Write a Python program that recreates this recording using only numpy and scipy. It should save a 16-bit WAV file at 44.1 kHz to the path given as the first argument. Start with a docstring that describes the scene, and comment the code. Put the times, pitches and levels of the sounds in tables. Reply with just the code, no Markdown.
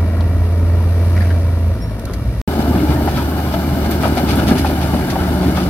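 """At the edge of a rock fill, a bulldozer pushes broken rock over; a second diesel runs further off.
At first the exhaust hums under load, then falls away, and the steel gives a squeak and a few ticks.
After a short silence the engine runs lower, and stones tumble, knock and crunch down the slope.
Engines are sine notes and firing pulses; rock is noise and tiny impacts ringing at chosen pitches."""
import sys
import numpy as np
from scipy import signal
from scipy.fft import rfft, irfft, next_fast_len
from scipy.io import wavfile
from scipy.ndimage import uniform_filter1d

SR = 44100
rng = np.random.default_rng(int(sys.argv[2]) if len(sys.argv) > 2 else 0)


def waveform_to_disk(signal):
    """Save audio, clipped to [-1, 1], as 16-bit WAV at the path in sys.argv[1]."""
    frames = np.transpose(np.atleast_2d(signal))
    scaled = np.clip(frames, -1, 1) * 32767
    samples = np.round(scaled).astype(np.int16)
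    wavfile.write(sys.argv[1], SR, samples)


N = 250929
BREAK_START_S, BREAK_END_S = 2.4155, 2.4765
TIME = np.arange(N) / SR
SIZE = next_fast_len(N, real=True)
BINS = np.maximum(np.arange(SIZE // 2 + 1) * SR / SIZE, 1)  # frequencies of the spectrum, Hz


def from_db(db):
    """Turn decibels into gain."""
    return 10 ** (np.asarray(db) / 20)


def rms_one(x):
    """Scale to unit power."""
    return x / np.sqrt(np.mean(x ** 2) + 1e-20)


def in_time(rows):
    """Read each column of a table at every sample, with straight lines between its moments."""
    s, *columns = np.transpose(rows)
    return [np.interp(TIME, s, column) for column in columns]


def at_hz(points):
    """Read a table over frequency, joined on a log axis."""
    hz, value = np.transpose(points)
    return np.interp(np.log(BINS), np.log(hz), value)


def colour(points):
    """Gain of a spectrum that falls steeply beyond its ends."""
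    outside = np.minimum(BINS / points[0][0], 1) * np.minimum(points[-1][0] / BINS, 1)
    return from_db(at_hz(points)) * outside ** 6


def resonance(hz, width_hz):
    """Response of one ringing pitch, 1 on top."""
    return 1 / (1 + 1j * (BINS ** 2 - hz ** 2) / (BINS * width_hz))


def drift(rate_hz):
    """Smooth random wander with spread 1; a higher rate wanders faster."""
    lowpass = 1 / (1 + (BINS / rate_hz) ** 2)
    return rms_one(irfft(rfft(rng.standard_normal(SIZE)) * lowpass, SIZE)[:N])


def swell(s, rise_db_per_s, fall_db_per_s):
    """Level in dB that is 0 at one moment, with its own slope before and after."""
    slope = np.where(TIME < s, rise_db_per_s, fall_db_per_s)
    return -np.minimum(np.abs(TIME - s) * slope, 120)


def noise():
    """Two unrelated white noises."""
    return rng.standard_normal((2, N))


def grains(per_s, spread_db):
    """Two streams of tiny random impacts of varying size."""
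    sizes = from_db(spread_db * np.minimum(rng.exponential(1, (2, N)), 4))
    hits = rng.random((2, N)) < per_s / SR
    return rms_one(hits * sizes * np.sign(noise()))


def radiate(drive, response, image):
    """Two drives ring through a response and spread over left and right; spread 1 in the middle."""
    balance_db, alike, lead = [at_hz(points) for points in image]
    alike = np.clip(alike, 0, .9995)
    mid, side = rfft(drive, SIZE) * response
    sign = np.array([[1], [-1]])  # left, right
    pair = np.sqrt(1 + alike) * mid + sign * np.sqrt(1 - alike) * side
    pair = pair * from_db(sign * balance_db / 2) * np.exp(.5j * sign * lead)
    out = irfft(pair, SIZE)[:, :N]
    return out / (np.std(out.mean(axis=0)) + 1e-12)


def blow(s, length_s, rise_s):
    """Envelope of one contact: a quick rise, then it dies away."""
    out = np.zeros(N)
    near = (TIME > s - rise_s) & (TIME < s + 10 * length_s)
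    age = np.maximum(TIME[near] - s + rise_s / 2, 0)
    out[near] = np.minimum(age / rise_s, 1) * np.exp(-np.maximum(age - rise_s, 0) / length_s)
    return out


def placed(s, burst):
    """Set a short stereo burst at its moment."""
    start = min(int(s * SR), N)
    out = np.zeros((2, N))
    out[:, start:start + burst.shape[1]] = burst[:, :N - start]
    return out


def turn(hz):
    """Phase of something that repeats at hz, from a random start."""
    return 2 * np.pi * (np.cumsum(hz * np.ones(N)) / SR + rng.random())


def tone(hz, db, overtone_db, waver_hz):
    """A slightly wavering note and its octave."""
    phase = turn(hz + waver_hz * drift(22.4))
    waver_db = 1.5 * drift(8)
    wave = np.sin(phase) + from_db(overtone_db) * np.sin(2 * phase)
    return from_db(db + waver_db) * np.sqrt(2) * wave


# Strength of each cylinder's firing, taken in turn: strength_db
CYLINDERS = [8, -6.5, 9, -10, 7, -8]


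def firings(phase, jitter):
    """One pulse per firing; each cylinder has its own strength, varied a little by chance."""
    at = np.flatnonzero(np.diff(np.floor(phase / (2 * np.pi))) > 0)
    pulses = np.zeros(N)
    pulses[at] = from_db(np.resize(CYLINDERS, len(at))) * (1 + jitter * rng.standard_normal(len(at)))
    return rms_one(pulses)


def outdoors(x, t60_s):
    """Scatter from the rock faces smears each pulse, differently on each side."""
    tail = noise() * from_db(-60 * np.minimum(TIME / t60_s, 2))
    return rms_one(irfft(rfft(x, SIZE) * rfft(tail, SIZE), SIZE)[:, :N])


# The second diesel: time_s, firing_hz, level_db
FAR_ENGINE = [(0, 50.85, -28), (1.0, 52.25, -30.5), (1.7, 55.73, -25.5), (2.1, 51.45, -30.5),
              (2.42, 52.4, -26)]


def far_engine():
    """The distant diesel is its firing note with a nearly equal octave."""
    return tone(*in_time(FAR_ENGINE), overtone_db=-0.5, waver_hz=0.38)


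def boom():
    """The machine's body booms low, swelling just before the break."""
    level_db = -22 + swell(2.26, rise_db_per_s=122, fall_db_per_s=12)
    return tone(60.5, level_db, overtone_db=-4.5, waver_hz=0.48)


# Engine speed during the push: time_s, firing_hz
PUSH = [(0, 83.53), (.75, 85.83), (1.2, 86.46), (1.73, 83.6)]
# Steady notes of the loaded engine: multiple of the firing rate (no unit), level_db against the hum
OVERTONES = [(1.6, -38), (3, -31), (10 / 3, -29.5), (4, -43), (5, -34.5), (20 / 3, -30.5)]
# The hum grows with speed: level at a typical speed, and gain per Hz above it
PUSH_HZ, HUM_DB, HUM_DB_PER_HZ = 85.8, -12.5, 0.96
# When the load comes off, how long the hum takes to fall, and by how much
UNLOAD_S, UNLOAD_FALL_S, UNLOAD_DB = 1.735, 0.033, -22.5
# Engine and track noise: time_s, body_db, hiss_db
MACHINE = [(0, -26, -47.5), (.65, -28, -47), (1.22, -26, -43), (1.5, -29, -46.5), (1.95, -30, -49),
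           (2.41, -30.5, -47)]
# Spectra of the body, the hiss and the ground: pitch_hz, level_db (per Hz, relative)
MACHINE_BODY = [(110, -9), (170, 0.5), (260, -2), (300, -4.5), (370, -7), (420, -9), (480, -7), (670, -6.5),
                (800, -18), (930, -17), (1380, -17.5), (1600, -23.5), (1870, -19), (2080, -27),
                (2330, -27.5), (3000, -37)]
MACHINE_HISS = [(2200, -4), (2800, -2.5), (3100, -3.5), (3900, -1), (5500, -4.5), (6400, -9), (7200, -15),
                (8000, -15.5), (8700, -11.5), (11800, -9), (13500, -12.5), (15700, -21)]
GROUND = [(20, -32), (35, -17), (55, -5.5), (100, -5), (150, -12), (250, -15.5)]
# Cab and blade panels that ring under the engine's clatter: pitch_hz, width_hz, level_db
PANELS = [(952, 100, 4.5), (1930, 30, -1), (2294, 200, -3), (2784, 92, -2)]
# Stereo picture of the push, three curves: (pitch_hz, left_minus_right_db),
# (pitch_hz, likeness of the two sides from 0 to 1), (pitch_hz, left_lead_rad)
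PUSH_IMAGE = ([(60, 5), (92, -4), (140, 1.5), (210, -2), (330, 3.5), (500, 0), (770, 2), (1170, 3.0),
              (1790, 4), (2740, 5.5), (4190, -1.5), (6410, -3), (9810, -16), (15000, -5.5)], [(100, .999),
              (400, 0.99), (1000, 0.96), (2200, 0.5), (4000, 0.42), (14000, 0.28)], [(100, 0.02),
              (2000, 0.64), (3200, -2.5), (14000, -1.5)])


def pushing_engine():
    """Exhaust hum, firing pulses through the body, and clatter and hiss that throb with the hum."""
    hz, = in_time(PUSH)
    body_db, hiss_db = in_time(MACHINE)
    phase = turn(hz)
    load_db = UNLOAD_DB * np.clip((TIME - UNLOAD_S) / UNLOAD_FALL_S, 0, 1)

    overtones = sum(from_db(db + 2.34 * drift(2.4)) * np.sin(turn(order * hz)) for order, db in OVERTONES)
    hum_db = HUM_DB + HUM_DB_PER_HZ * (hz - PUSH_HZ) + load_db + 0.24 * drift(15)
    hum = from_db(hum_db) * np.sqrt(2) * (np.sin(phase) + overtones)

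    throb = rms_one(1 + .2 * np.cos(phase) + .22 * np.cos(phase * 2 / 3))
    pulses = from_db(-6.5 + 0.18 * load_db) * outdoors(firings(phase, jitter=0.42), t60_s=0.29)
    drive = pulses + from_db(-0.5) * throb * noise()
    bass_cut = 1 / (1 + (110 / BINS) ** 4)
    body = radiate(drive, colour(MACHINE_BODY) * bass_cut, PUSH_IMAGE)
    panels = sum(from_db(db) * resonance(f, width) ** 2 for f, width, db in PANELS)
    clatter = from_db(-22) * radiate(drive, panels, PUSH_IMAGE)

    hiss_drive = np.sqrt(throb) * (noise() + 0.83 * grains(2500, spread_db=3))
    hiss = from_db(hiss_db) * radiate(hiss_drive, colour(MACHINE_HISS), PUSH_IMAGE)
    ground = from_db(-25) * radiate(noise(), colour(GROUND), PUSH_IMAGE)
    # the fifth multiple of the firing rate sings out briefly as the engine takes the load
    sing_db = -35.5 + swell(.66, rise_db_per_s=22, fall_db_per_s=26)
    sing = tone(5 * hz, sing_db, overtone_db=-18, waver_hz=1.5)
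    return hum * from_db([[-.35], [.35]]) + sing + from_db(body_db) * (body + clatter) + hiss + ground


# Spectrum of the roar after the break: pitch_hz, level_db (per Hz, relative)
ROAR = [(130, 7), (190, 0.5), (260, 1), (320, -3), (410, -13), (500, -16), (570, -12.5), (720, -10),
        (880, -19), (1080, -25), (1400, -22.5), (1800, -23)]
# Stereo picture after the break, three curves: (pitch_hz, left_minus_right_db),
# (pitch_hz, likeness of the two sides from 0 to 1), (pitch_hz, left_lead_rad)
SLIDE_IMAGE = ([(100, -1.5), (350, 1.5), (460, -2.5), (630, 5.5), (1000, -1), (1250, 9.5), (1700, 2.5),
               (2300, 9), (4000, 0), (7300, -0.5), (8800, -10.5), (11500, -10), (14500, 2)], [(100, 0.98),
               (800, 1), (1500, 0.38), (2500, 0.12), (6000, 0.43), (14000, 0.09)], [(100, 0.036),
               (300, 0.46), (800, 0.75), (1500, 1.3), (4000, 1.73), (5500, 3.95), (8000, 4.2),
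               (11000, 16.2), (14000, 9.2)])


def roar(hz):
    """Uneven firing pulses, smeared by the rock faces, make a dense, pitchless roar in the body."""
    uneven_hz = hz * from_db(3 * drift(45))
    pulses = outdoors(firings(turn(uneven_hz), jitter=0.15), t60_s=0.11)
    return from_db(-25.5) * radiate(pulses, colour(ROAR), SLIDE_IMAGE)


# Thin high whistle, likely the turbocharger, dipping and recovering: time_s, pitch_hz, level_db
WHISTLE = [(2.48, 14150, -52), (2.6, 14300, -51), (2.73, 13950, -49), (2.8, 14300, -54), (2.98, 13900, -51),
           (3.06, 14100, -42), (3.12, 13900, -56), (3.19, 13830, -45), (3.26, 14300, -49),
           (3.4, 14450, -48), (3.48, 14050, -52), (3.66, 14480, -52), (3.95, 14250, -46),
           (4.46, 14120, -48), (4.6, 14420, -49), (5.06, 14230, -49), (5.5, 14470, -47), (5.69, 14650, -51)]


def whistle():
    """A wandering high note, made airy by a fast random strength on each side."""
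    hz, db = in_time(WHISTLE)
    hz = hz + 75 * drift(6)
    flutter_db = 4 * drift(9)
    sides = np.array([drift(170) * np.sin(turn(hz)) for side in range(2)])
    return from_db(db + flutter_db) * np.sqrt(2) * sides


# Broad hiss that sinks in pitch as the machine turns: time_s, centre_hz, level_db (middle of the two sides)
AIR = [(2.48, 12400, -47), (3.6, 12760, -44.5), (4.2, 12400, -51), (4.6, 11380, -44), (5.69, 11360, -50.5)]


def air():
    """Fast random wander on a high note makes hiss around a moving centre."""
    hz, db = in_time(AIR)
    band = np.array([drift(1500) * np.sin(turn(hz)) for side in range(2)])
    return from_db(db) * 2 * band * from_db([[-1.5], [1.5]])


def drone():
    """The drive drones at a nearly steady pitch, swelling late out of a faint bed."""
    swelling_db = -20.5 + swell(5.45, rise_db_per_s=12.5, fall_db_per_s=4)
    return tone(181.5, np.maximum(swelling_db, -36), overtone_db=-11, waver_hz=0.74)


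# Exhaust hum after the break, its level wavering unevenly: time_s, level_db
CRAWL = [(2.48, -26), (2.6, -19.5), (3.05, -18), (3.15, -23.5), (3.3, -19), (3.48, -21.5), (4.0, -21),
         (4.25, -22), (4.47, -19), (4.54, -27), (4.62, -18.5), (4.85, -23.5), (4.95, -20), (5.03, -30.5),
         (5.22, -21), (5.53, -21), (5.69, -25)]
# Notes above that hum: multiple of the firing rate (no unit), level_db against the hum
CRAWL_OVERTONES = [(5 / 3, -15.5), (3, -15.5), (4, -13.5)]
# The engine holds a lower speed and only wanders around it
CRAWL_HZ, CRAWL_WANDER_HZ = 75.66, 0.477


def crawling_engine():
    """The lower exhaust note with its roar, whistle, hiss of air and drone."""
    db, = in_time(CRAWL)
    hz = CRAWL_HZ + CRAWL_WANDER_HZ * drift(3.473)
    overtones = sum(from_db(note_db + 2.4 * drift(17)) * np.sin(turn(order * hz))
                    for order, note_db in CRAWL_OVERTONES)
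    hum = from_db(db + 0.3 * drift(2.8)) * np.sqrt(2) * (np.sin(turn(hz)) + overtones)
    return hum + roar(hz) + whistle() + air() + drone()


def whine():
    """A faint gear whine sinks slowly, then fades fast early in the push."""
    # the negative rise makes it slightly louder before 0.27 s
    level_db = -50 + swell(0.27, rise_db_per_s=-5, fall_db_per_s=45)
    return tone(1914, level_db, overtone_db=-30, waver_hz=6.9) * from_db([[2], [-2]])


SQUEAK_S, SQUEAK_HZ, SQUEAK_DB, SQUEAK_BEND_HZ, SQUEAK_LENGTH_S = 1.832, 5472, -40, 55, 0.021


def squeak():
    """Steel slips on steel: a rounded, slightly rough note that glides upward and rings on faintly."""
    age = TIME - SQUEAK_S
    hz = SQUEAK_HZ + SQUEAK_BEND_HZ * np.tanh(age / 0.045) + 30 * drift(400)
    slip_db = -9 * (age / SQUEAK_LENGTH_S) ** 2
    afterring_db = -11 + swell(SQUEAK_S, rise_db_per_s=280, fall_db_per_s=120)
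    level_db = SQUEAK_DB + np.maximum(slip_db, afterring_db)
    return tone(hz, level_db, overtone_db=-12, waver_hz=7.7) * from_db([[-1], [1]])


# Dry ticks of grit on steel: start_s, body_db, treble_db, length_s
TICKS = [(1.995, -37, -38, 0.0032), (2.054, -32, -35, .003), (2.135, -32, -39, 0.0093),
         (3.059, -46, -37, 0.0052), (3.911, -33, -32.5, .018), (4.026, -42, -35, .01),
         (4.079, -40, -34, .007), (4.151, -40, -35, .005), (4.307, -36, -39, .015), (4.356, -50, -32, 0.02),
         (4.48, -33, -38, 0.016), (4.505, -34, -33, .003), (4.582, -29, -32, 0.023),
         (5.101, -28, -37, 0.013)]
# Spectra of their body and treble: pitch_hz, level_db (per Hz, relative)
TICK_BODY = [(1200, -5), (1800, 8), (3000, -1), (4200, 5.5), (5400, 1), (6500, 1), (8000, -17)]
TICK_TOP = [(8500, 1.5), (10000, -1), (12300, 8), (13800, -10), (14800, -1), (15700, -15)]


def ticks():
    """Grit hits steel: very short bursts of noise, with body and treble set apart."""
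    body, top = 0, 0
    for s, body_db, top_db, length in TICKS:
        click = blow(s, length, rise_s=0.0016)
        body = body + from_db(body_db) * click
        top = top + from_db(top_db) * click
    low_part = body * radiate(noise(), colour(TICK_BODY), PUSH_IMAGE)
    high_part = top * radiate(noise(), colour(TICK_TOP), PUSH_IMAGE)
    return low_part + high_part


def rattle(s, hz, db, length_s, modes, width, pan_db, lag_s):
    """A dying run of small contacts rings broad pitches, the higher the more diffusely."""
    age = np.arange(SR // 3) / SR
    shape = (2, len(age))
    hits = (rng.random(shape) < 900 / SR) * rng.standard_normal(shape)  # 900 contacts a second
    edges = np.exp(np.array([-1, 1]) * np.clip(width, .05, 1) / 2)
    ringing = 0
    for ratio, mode_db in modes:
        band = signal.butter(2, edges * hz * ratio, "band", fs=SR, output="sos")
        ringing = ringing + from_db(mode_db) * rms_one(signal.sosfilt(band, hits))
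    mid, side = ringing
    evenness = np.sqrt(uniform_filter1d(mid ** 2, SR // 70) + .1)  # levels out the gaps between contacts
    side = side * hz / (hz + 2500)
    right = np.interp(age - lag_s, age, mid - side)
    pair = np.array([mid + side, right]) / evenness
    envelope = np.minimum(age / 0.0082, 1) * np.exp(-age / length_s)
    return placed(s, from_db(db) * envelope * pair * from_db([[pan_db / 2], [-pan_db / 2]]))


# Short ticks, knocks and scrapes of rock and steel: start_s, pitch_hz, level_db (before a 2 dB lift),
# length_s, bandwidth as a share of the pitch (no unit)
SHORT_CONTACTS = [(0.202, 3800, -30, 0.0065, .45), (0.205, 990, -29, .014, 0.22),
                  (.247, 3900, -45, .004, .45), (1.159, 1720, -30.5, 0.022, .55),
                  (1.17, 2000, -27, .009, 0.12), (1.204, 1770, -25.5, 0.013, 0.13),
                  (1.213, 1700, -27.5, 0.018, 0.36), (1.221, 580, -31, .03, 0.23),
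                  (1.245, 1750, -36, 0.03, 0.45), (1.296, 1650, -30.5, 0.016, 0.27),
                  (1.312, 1800, -33, .008, .12), (1.339, 1600, -39, .018, 0.33),
                  (2.065, 1330, -38.5, 0.079, 0.19), (2.093, 373, -24.5, 0.025, 0.29),
                  (2.221, 235.3, -36.5, 0.07, 0.27)]
# The two broad pitches of each: multiple of the contact's pitch (no unit), level_db
CONTACT_MODES = [(1, 0.5), (2.5, -12.5)]


def short_contacts():
    """Short ticks, knocks and scrapes of rock and steel, each with two broad pitches."""
    return sum(rattle(s, hz, db + 2, length, CONTACT_MODES, width, pan_db=2, lag_s=0)
               for s, hz, db, length, width in SHORT_CONTACTS)


def small_contacts():
    """A gear whines, steel squeaks, rock and steel tick, knock and scrape, and grit ticks."""
    return squeak() + whine() + short_contacts() + ticks()


def clack(s, hz, peak_db, ring_s, bounce_s, pan_db):
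    """A stone strikes and rebounds twice; each contact rings three short, unevenly spaced pitches."""
    age = np.arange(SR // 6) / SR
    burst = np.zeros((2, len(age)))
    for k in range(3):
        chance = rng.random(4)
        since = np.maximum(age - k * bounce_s * (.5 + chance[0]), 0)
        modes = hz * np.array([.98 + .04 * chance[1], 1.15 + .3 * chance[2], 1.7 + .8 * chance[3]])
        decay = np.exp(-np.outer(modes / hz, since) / ring_s)
        ring = from_db([0, -10, -14]) @ (np.sin(2 * np.pi * np.outer(modes, since)) * decay)
        burst += from_db(-6 * k) * ring * from_db([[pan_db / 2], [-pan_db / 2]])
    return placed(s, from_db(peak_db) * burst)


def loose_stones(low_hz, high_hz, peak_db, count):
    """Stones bounce at random; smaller ones ring higher, shorter and more softly."""
    out = 0
    for when, smallness, force, side in rng.random((count, 4)):
        hz = low_hz * (high_hz / low_hz) ** smallness
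        s = BREAK_END_S + when * (TIME[-1] - BREAK_END_S)
        db = peak_db - 17 * smallness - 6 * force
        ring_s = 0.03 * (low_hz / hz) ** .5
        out = out + clack(s, hz, db, ring_s, bounce_s=.015, pan_db=9 * smallness * side)
    return out


# Chips snapping off under the weight: start_s, peak_db, pitch_hz
CHIPS = [(3.546, -29, 2280), (4.036, -24, 2700), (4.179, -22, 2220), (4.288, -20, 2470), (4.307, -26, 3100),
         (4.33, -21, 2250), (4.411, -25, 2700), (4.485, -25, 3560), (4.554, -23, 2900), (4.586, -24, 3100),
         (4.594, -23, 2430), (4.661, -18, 2550)]


def chips():
    """Each chip cracks off sharply and skips twice."""
    return sum(clack(s, hz, db, ring_s=0.0017, bounce_s=0.012, pan_db=1) for s, db, hz in CHIPS)


# Rocks landing; big blocks ring low, small stones high: start_s, level_db, pitch_hz, tumble_length_s
ROCKS = [(1.305, -21, 1594, 0.01), (2.58, -12, 248, 0.031), (2.6, -26, 1330, 0.011),
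         (2.603, -21, 700, 0.012), (2.674, -10, 258, 0.028), (2.745, -12.5, 231, 0.025),
         (2.752, -17.5, 736, 0.034), (2.815, -9.5, 303, 0.043), (2.891, -11.5, 252, 0.035),
         (2.903, -18.5, 917, 0.035), (3.004, -19, 790, .012), (3.04, -13, 116, 0.039),
         (3.074, -12, 783, 0.014), (3.176, -16.5, 1303, 0.02), (3.355, -23, 333, .015),
         (3.385, -17, 754, 0.018), (3.539, -12, 686, 0.016), (3.853, -15.5, 784, 0.011),
         (4.035, -13, 1290, 0.024), (4.052, -11.5, 689, 0.02), (4.06, -16, 342, 0.038),
         (4.172, -11.5, 750, 0.029), (4.289, -26, 1420, 0.083), (4.33, -11, 250, 0.027),
         (4.383, -24, 275, 0.018), (4.388, -19.5, 1434, 0.029), (4.391, -25, 680, 0.028),
         (4.489, -11, 621, 0.018), (4.51, -17, 1635, 0.0077), (4.511, -9.5, 340, 0.018),
         (4.515, -11, 262, 0.016), (4.645, -9.5, 775, 0.0097), (4.698, -17, 743, 0.018),
         (4.804, -16, 732, 0.05), (4.936, -14.5, 767, 0.0071), (4.937, -10, 225, 0.026),
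         (4.96, -24.5, 1175, .012), (5.157, -11, 787, 0.0091), (5.194, -20, 1430, 0.06),
         (5.285, -25, 720, .016), (5.309, -11, 242, 0.016), (5.43, -16, 680, .012),
         (5.482, -12, 256, 0.013), (5.573, -17.5, 1300, 0.031), (5.575, -16, 845, 0.015)]
HEAVY_HZ = 437  # blocks ringing below this make the pile rumble, lighter rocks make it rattle


def stirring():
    """How hard the landings shake the pile: one envelope for heavy blocks, one for lighter rocks."""
    heavy, light = 0, 0
    for s, db, hz, length in ROCKS:
        shake = from_db(db) * blow(s, length, rise_s=0.0068)
        share = 1 / (1 + (hz / HEAVY_HZ) ** 4)
        heavy = heavy + share * shake
        light = light + (1 - share) * shake
    return heavy, light


# Flow of the sliding rubble, which guides rumble, knock and grit: time_s, level_db
SLIDE = [(2.5, -19.5), (2.8, -19.5), (3.6, -21), (4.49, -17), (4.62, -20), (5.35, -19.5), (5.69, -20)]
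# Gravel crushed under tracks and blocks: start_s, level_db, length_s
GRAVEL = [(2.597, -40, 0.016), (2.896, -40, 0.02), (2.997, -56, 0.027), (3.08, -39, 0.043),
          (3.156, -33.5, 0.027), (3.526, -35.5, 0.021), (3.837, -37, .02), (3.909, -35, 0.027),
          (4.018, -32.5, 0.042), (4.168, -29.5, 0.017), (4.279, -31.5, 0.026), (4.304, -33.5, 0.02),
          (4.38, -35, 0.022), (4.472, -27.5, 0.019), (4.567, -30, 0.037), (4.659, -32, 0.033),
          (4.814, -32.5, 0.02), (5.098, -34.5, 0.012), (5.42, -39, 0.034), (5.49, -45, 0.018),
          (5.555, -32, 0.067)]
# Spectra of the rubble's four sounds: pitch_hz, level_db (per Hz, relative)
RUMBLE = [(20, -28), (35, -22), (52, -3.5), (100, -4.5), (170, -4.5), (250, -2.5), (320, -4.5), (410, -10),
          (460, -18.5)]
KNOCK = [(400, -42), (505, -5), (545, 0), (640, 1.5), (720, -1), (870, 1), (1100, -15.5), (1350, -7),
         (1600, -9.5), (1900, -22), (2600, -24)]
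CRUNCH = [(1200, 1), (1700, -7), (2300, 6), (2650, -0.5), (2950, 3.5), (3250, 0.5), (3550, 4.5), (3900, -1),
          (4600, 2.5), (6000, -5), (7600, -15.5), (8600, -12.5), (11500, -11), (15500, -28)]
GRIT = [(1000, 1.5), (1700, 3), (1900, -11.5), (2120, 1.5), (2440, -5.5), (2630, -10.5), (2950, 3),
        (3250, -9), (3500, -1.5), (3900, -4.5), (4500, -2), (6790, -12), (8330, -12), (10600, -13.5),
        (12500, -8), (14300, -17), (15700, -12)]
# Bursts stirred up by each landing, against the rock's level
STIR_RUMBLE_DB, STIR_KNOCK_DB, STIR_CRUNCH_DB = -4, -9, -32.5
# Grit trickles with the flow: its level at a typical flow, and its share of the flow's swing
FLOW_DB, GRIT_DB, GRIT_FOLLOWS = -18, -34, 0.7


def rubble():
    """Big blocks rumble, stones knock and grit trickles; each landing stirs a burst of small impacts."""
    flow_db, = in_time(SLIDE)
    heavy, light = stirring()

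    sliding = from_db(flow_db + 0.55 + 0.13 * drift(9.5))
    rumble_level = np.hypot(sliding, from_db(STIR_RUMBLE_DB) * heavy)
    rumble = rumble_level * radiate(grains(2500, spread_db=0.1), colour(RUMBLE), SLIDE_IMAGE)

    rolling = from_db(flow_db - 8 + 0.2 * drift(13))
    knock_level = np.hypot(rolling, from_db(STIR_KNOCK_DB) * light)
    knock = knock_level * radiate(grains(3000, spread_db=0.6), colour(KNOCK), SLIDE_IMAGE)

    crushed = sum(from_db(db) * blow(s, length, rise_s=0.031) for s, db, length in GRAVEL)
    crunches = crushed + from_db(STIR_CRUNCH_DB) * (heavy + light)
    crunch_level = np.hypot(from_db(-48 + drift(4.7)), crunches)
    # a run of distinct cracks of nearly equal size
    crunch = crunch_level * radiate(grains(900, spread_db=-0.5), colour(CRUNCH), SLIDE_IMAGE)

    # apart from the flow, grit thickens slowly until 4.2 s and then holds
    thickening_db = swell(4.2, rise_db_per_s=0.5, fall_db_per_s=0)
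    grit_db = GRIT_DB + GRIT_FOLLOWS * (flow_db - FLOW_DB) + thickening_db + 0.96 * drift(54)
    grit_drive = grains(7000, spread_db=1.5) + 0.7 * noise()
    grit = from_db(grit_db) * radiate(grit_drive, colour(GRIT), SLIDE_IMAGE)

    loose = loose_stones(low_hz=596.5, high_hz=4700, peak_db=-20.5, count=70)
    return loose + chips() + rumble + knock + crunch + grit


# A middling rock rings and rebounds like this; both times grow with size
ROCK_HZ, ROCK_RING_S, ROCK_BOUNCE_S = 781, 0.011, .011
# First strike and tumble against a rock's level
STRIKE_DB, TUMBLE_DB = -4.5, -5.5


def landing_rocks():
    """Each rock strikes, rebounds and tumbles on; bigger ones ring longer and bounce more slowly."""
    out = 0
    for s, db, hz, length in ROCKS:
        bulk = np.sqrt(ROCK_HZ / hz)
        pan_db = 3 / bulk
        out = out + clack(s, hz, db + STRIKE_DB, ROCK_RING_S * bulk, ROCK_BOUNCE_S * bulk, pan_db)
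        # the slide lies a little to the left, so the right side hears the tumble later
        out = out + rattle(s, hz, db + TUMBLE_DB, length, modes=[(1, -8), (2.2, -18)], width=0.26,
                           pan_db=pan_db, lag_s=0.00012)
    return out


def scene():
    """The push, a short silence, then the rock slide; contacts and landings may fall on either side."""
    is_before, is_after = TIME < BREAK_START_S, TIME > BREAK_END_S
    before = (far_engine() + boom() + pushing_engine()) * is_before
    after = (crawling_engine() + rubble()) * is_after
    contacts = (small_contacts() + landing_rocks()) * (is_before | is_after)
    return before + after + contacts


def record(dry):
    """Full scale bounds the peaks; then a steep filter cuts the top above 15750 Hz."""
    lowpass = signal.ellip(10, .05, 60, 15750, fs=SR, output="sos")
    return signal.sosfiltfilt(lowpass, np.clip(dry, -1, 1))


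dry = scene()
out = record(dry)
waveform_to_disk(out)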